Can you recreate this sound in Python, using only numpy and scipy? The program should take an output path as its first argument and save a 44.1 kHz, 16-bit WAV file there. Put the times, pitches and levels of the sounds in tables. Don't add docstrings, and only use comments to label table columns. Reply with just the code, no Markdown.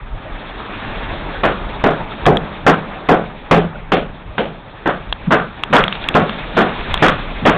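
import sys
import numpy as np
from scipy import signal
from scipy.io import wavfile
from scipy.ndimage import uniform_filter1d

SR = 44100
rng = np.random.default_rng(int(sys.argv[2]) if len(sys.argv) > 2 else 0)


def boost(x):
    u = np.asarray(x, float) / 20
    return 10 ** u


def to_wav(sig):
    pcm = np.clip(np.atleast_2d(sig), -1, 1) * 32767
    pcm = np.round(pcm).astype(np.int16)
    wavfile.write(sys.argv[1], SR, pcm.T)


N = 333960
TIME = np.arange(N) / SR

# time in seconds, wash level in dB, hiss above the wash in dB.
WATER_LEVELS = [(0.0, -36, -4), (0.35, -31.5, 0.5), (0.51, -29, 2), (0.96, -26, 3), (1.42, -28.5, 0.2),
                (1.7, -26.5, -0.5), (2.6, -29, -2.5), (2.9, -29, -2.5), (3.45, -34.5, -0.4),
                (3.75, -33.5, -4), (4.0, -36, -2.5), (4.85, -36, 0.5), (5.1, -34, -0.7), (5.5, -36.5, 6),
                (5.7, -29, -4), (5.97, -30, 12.5), (6.13, -24, -1.8), (6.35, -28, 5.5), (7.0, -24.5, 6.5),
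                (7.3, -27.5, 4)]
# frequency in Hz, relative density in dB per Hz.
WATER_SPECTRUM = [(59, -32), (100, -5), (151, -2), (282, -2), (326, -6), (377, -5.5), (748, -4),
                  (2960, -14), (3470, -19.5), (3820, -15), (4550, -41), (5920, -65), (10000, -120)]
# time in seconds, level between swells in dB.
RUMBLE_LEVELS = [(0.0, -32), (0.65, -40), (0.95, -26.5), (1.8, -27.5), (2.5, -31.5), (3.0, -37.5),
                 (3.8, -27.5), (4.7, -39.5), (5.0, -29.5), (5.7, -37), (6.2, -31), (6.8, -35), (7.57, -28)]
# frequency in Hz, relative density in dB per Hz.
RUMBLE_SPECTRUM = [(12, -12), (24, -3), (37, -1.5), (55, -10), (90, -12.5), (131, -13), (162, -18),
                   (220, -8), (250, -20), (320, -50), (550, -120)]
# time of the top in seconds, rise in dB, half length in seconds.
RUMBLE_SWELLS = [(0.14, 10, 0.059), (0.32, 11.5, 0.089), (1.475, 0.5, 0.092), (2.017, 5.5, 0.062),
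                 (2.306, 10.5, 0.13), (2.69, 11, .1), (3.166, 6, 0.062), (3.592, 7, 0.039),
                 (4.277, 11, 0.073), (4.893, 2, .08), (5.82, 17.5, 0.052), (6.21, 8, 0.042),
                 (6.45, 7.5, 0.06), (6.815, 14, .04), (6.92, 19, 0.077), (7.14, 10, 0.22), (7.49, 5.5, 0.1)]
# start in seconds, strength in dB, middle in dB, treble in dB,
# hold in seconds before the echo starts to fade.
BLOWS = [(1.434, -11, 0.5, -1, 0.015), (1.838, -7.5, -4, -9.5, 0.021), (2.264, -3.5, -11, -16.5, 0.018),
         (2.664, -4, -0.5, -4.5, 0.006), (3.087, -5, -7, -11, 0.028), (3.51, -3.5, -7, -3.5, 0.018),
         (3.918, -9.5, -6.5, 3, 0.015), (4.38, -13, -10, 1.5, 0.015), (4.857, -13.5, 1, -3.5, 0.014),
         (5.306, -9, 4, -3, 0.019), (5.727, -8, 4.5, 0.5, 0.021), (6.148, -5.5, -2, -7.5, 0.0077),
         (6.567, -8.5, -0.5, -2.5, 0.023), (7.022, -7.5, 4.5, 4.5, 0.01), (7.452, -7, 1.5, 0.5, 0.018)]
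# frequency in Hz, level in dB, t60 in seconds before the ring time scale
PLANK_MODES = [(162, 0, .45), (210, -4, .22), (255, -3, .2), (320, -4, .18), (365, -3, .18), (435, -1, .18),
               (525, -1, .17), (590, -3, .16), (655, -3, .16), (720, 0, .18), (815, -7, .14),
               (905, -8, .14), (1065, -9, .13), (1190, -7, .13), (1270, -8, .12), (1345, -6, .12),
               (1460, -6, .12), (1565, -7, .11), (1700, -8, .11), (1820, -8, .1), (2050, -13, .1),
               (2390, -13, .09)]
# frequency in Hz, relative density in dB per Hz,
# t60 in seconds before the ring time scale.
CABIN_ECHO = [(118, -25.5, 0.85), (180, -5.5, 0.64), (279, -2.5, 0.28), (435, -2, 0.33), (641, -2.5, 0.33),
              (925, -7.5, 0.22), (1300, -7.5, 0.37), (1710, -12, 0.28), (2623, -17, 0.32),
              (3340, -42, 0.12), (4300, -38, .3)]
# build-up in seconds (at least 0.001 is used), ring time scale,
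# bass in dB, boom of the lowest plank in dB, crack in dB.
BEFORE_TURN = (-0.12, 0.8826, -0.4, 4, 13.5)
AFTER_TURN = (0.016, 0.9156, 1.5, -2.6, 8)
TURN_S = 4.6
FULL_BLOW_DB, BOOM_PER_DB = -10.5, 3.3
KNOCK_DB, KNOCK_S = 1.48, 0.0055
# start in seconds, level in dB, starting pitch in Hz, t60 in seconds.
BUBBLES = [(2.118, -11.5, 1300, 0.032), (2.955, -29.5, 756, 0.49), (3.755, -10.5, 1450, 0.02)]
# start in seconds, level in dB, lift of the case modes below 2 kHz in dB.
TICKS = [(2.2553, -10, 11), (2.2633, -7, 11), (2.3701, -9.5, -2), (5.1255, -6, -5), (5.6353, -6, -2),
         (5.7653, -1.5, 0.5), (5.8063, -19, -8), (5.8382, -2, -14.5), (5.88, -10.5, -3), (5.925, -9.5, -11),
         (5.9522, -15.5, 3), (6.04, -15.5, 1), (6.0867, -4.5, -7), (6.1416, -12, -8), (6.294, -12.5, 4.5),
         (6.941, -3, -11), (6.975, -13, -14), (7.0826, -6, 9.5)]
# frequency in Hz, level in dB (varied per tick), t60 in seconds.
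CASE_MODES = [(1170, 2, 0.0082), (1640, -6.5, .014), (2285, -8, 0.0058), (2744, 0, 0.011),
              (3320, 3.5, 0.0089), (3640, -5, 0.0098)]
# start in seconds, level in dB, pitch in Hz, swell to the top in seconds.
THUDS = [(5.264, -12.5, 190, 0.034), (5.699, -18, 205, 0.012), (6.533, -20, 190.4, 0.054),
         (6.995, -24.5, 180, 0.049), (7.414, -20, 178, 0.019)]


def unit(x):
    return x / np.sqrt(np.mean(x ** 2))


def curve(table):
    s, *columns = np.transpose(table)
    return [np.interp(TIME, s, column) for column in columns]


def band(x, hz, octaves):
    edge = 2 ** (octaves / 2)
    return signal.sosfilt(signal.butter(2, [hz / edge, hz * edge], "bandpass", fs=SR, output="sos"), x)


def walk(rate):
    hold = int(SR / rate)
    steps = np.repeat(rng.standard_normal(N // hold + 1), hold)
    return uniform_filter1d(uniform_filter1d(steps, hold), hold)[:N]


def flickering_bands(spectrum, lo_hz, count, flicker_db, rate):
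    hz, db = np.transpose(spectrum)
    centres = lo_hz * 2 ** (np.arange(count) / 2)
    gains = boost(np.interp(np.log(centres), np.log(hz), db))
    rows = []
    for centre, gain in zip(centres, gains):
        flicker = boost(flicker_db * walk(rate))
        rows.append(gain * flicker * band(rng.standard_normal(N), centre, 0.43))
    return centres, np.array(rows)


def fade(t, t60):
    return np.exp(-np.log(1000) * t / t60)


def ring(t, hz, t60):
    return fade(t, t60) * np.sin(2 * np.pi * hz * t)


def add(out, s, sound):
    i = int(s * SR)
    out[i:i + len(sound)] += sound[:len(out) - i]


def water():
    level_db, hiss_db = curve(WATER_LEVELS)
    hz, rows = flickering_bands(WATER_SPECTRUM, 104.7, count=12, flicker_db=2.8, rate=57)
    hiss_share = np.clip(np.log2(hz / 900) / 2.9, 0, 1)[:, None]
    wash = np.sum(rows * boost(hiss_share * hiss_db), axis=0) / np.std(rows.sum(axis=0))
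    surge_db = 0.81 * walk(23)
    return wash * boost(level_db + surge_db)


def rumble():
    _, rows = flickering_bands(RUMBLE_SPECTRUM, 19.23, count=7, flicker_db=4.5, rate=6.9)
    swell_db = sum(db * np.clip(1 - abs(TIME - s) / half, 0, 1) for s, db, half in RUMBLE_SWELLS)
    return unit(rows.sum(axis=0)) * boost(curve(RUMBLE_LEVELS)[0] + swell_db)


def planks(t, hold, scale, colour, boom_db):
    modes = np.zeros(len(t))
    for hz, db, t60 in PLANK_MODES:
        level_luck, pitch_luck = rng.standard_normal(2)
        mode_db = db + colour(hz) + boom_db * (hz < 175) + 3.0 * level_luck
        modes += boost(mode_db) * ring(t, hz * (1 + 0.022 * pitch_luck), t60 * scale)
    rattle = rng.standard_normal(len(t)) * np.exp(-t / (2.8 * hold))
    rattle[:40] += 2.5 * np.hanning(40)
    return signal.fftconvolve(modes, rattle)[:len(t)] / np.sqrt(np.sum(rattle ** 2))


def cabin(t, hold, scale, colour, build):
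    echo = np.zeros(len(t))
    late = np.maximum(t - hold, 0)
    for hz, db, t60 in CABIN_ECHO:
        rise = 1 - .4 * np.exp(-t / max(build, .001)) - 0.84 * np.exp(-t * hz / 1.28)
        decay = np.exp(-np.log(1000) * (late / (t60 * scale)) ** 1.124)
        echo += boost(db + colour(hz)) * rise * decay * band(rng.standard_normal(len(t)), hz, 0.58)
    uneven = unit(uniform_filter1d(rng.standard_normal(len(t)), size=int(KNOCK_S * SR)))
    return echo * boost(KNOCK_DB * uneven)


def blows():
    out, t = np.zeros(N), TIME[:int(.7 * SR)]
    onset = np.minimum(t / .0012, 1) ** 2
    for s, db, mid_db, top_db, hold in BLOWS:
        build, scale, bass_db, full_db, crack_db = AFTER_TURN if s > TURN_S else BEFORE_TURN
        boom_db = full_db + BOOM_PER_DB * min(db - FULL_BLOW_DB, 0)

        def colour(hz):
            return np.interp(np.log(hz), np.log([180, 550, 1300, 3200]), [bass_db, 0, mid_db, top_db])

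        hull = boost(-12.5) * planks(t, hold, scale, colour, boom_db)
        echo = boost(18) * cabin(t, hold, scale, colour, build)
        burst = rng.standard_normal(len(t)) * np.exp(-t / .007)
        crack = boost(crack_db + 0.16 * top_db) * band(burst, 1000, 1.8)
        add(out, s, boost(db) * onset * (hull + echo + crack))
    return out


def bubbles():
    out, t = np.zeros(N), TIME[:int(.2 * SR)]
    for s, db, hz, t60 in BUBBLES:
        add(out, s, boost(db) * np.minimum(t / 0.0057, 1) * ring(t, hz * (1 + 0.14 * t), t60))
    return out


def ticks():
    out, t = np.zeros(N), TIME[:int(.05 * SR)]
    for s, db, low_db in TICKS:
        case = np.zeros(len(t))
        for hz, mode_db, t60 in CASE_MODES:
            luck_db = 2.1 * rng.standard_normal()
            case += boost(mode_db + luck_db + low_db * (hz < 2000)) * ring(t, hz, t60)
        snap = band(rng.standard_normal(len(t)) * np.exp(-t / 0.00051), 1940, 1.97)
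        add(out, s, boost(db) * np.minimum(t / 0.0011, 1) * (boost(1.5) * case + boost(19) * snap))
    return out


def thuds():
    out, t = np.zeros(N), TIME[:int(.2 * SR)]
    for s, db, hz, swell in THUDS:
        shape = (t / swell) ** 2 * np.exp(2 - 2 * t / swell)
        add(out, s, boost(db) * shape * unit(band(rng.standard_normal(len(t)), hz, 0.63)))
    return out


def scene():
    return (water() + rumble() + blows() + bubbles() + ticks() + thuds())[None]


def top_cut(x):
    return signal.sosfilt(signal.butter(12, 16500, fs=SR, output="sos"), x)


def record(dry):
    port = dry + boost(-7.5) * band(dry, 3480, 0.32)
    overloaded = np.clip(port, -.85, .85)
    dull = signal.sosfilt(signal.cheby1(4, .5, 3650, fs=SR, output="sos"), overloaded)
    narrow = signal.sosfilt(signal.ellip(8, .5, 85, 4300, fs=SR, output="sos"), dull)
    flat = np.clip(narrow, -.715, .715)
    soft = signal.sosfilt(signal.butter(1, 10000, fs=SR, output="sos"), flat)
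    return top_cut(soft)


dry = scene()
out = record(dry)
to_wav(out)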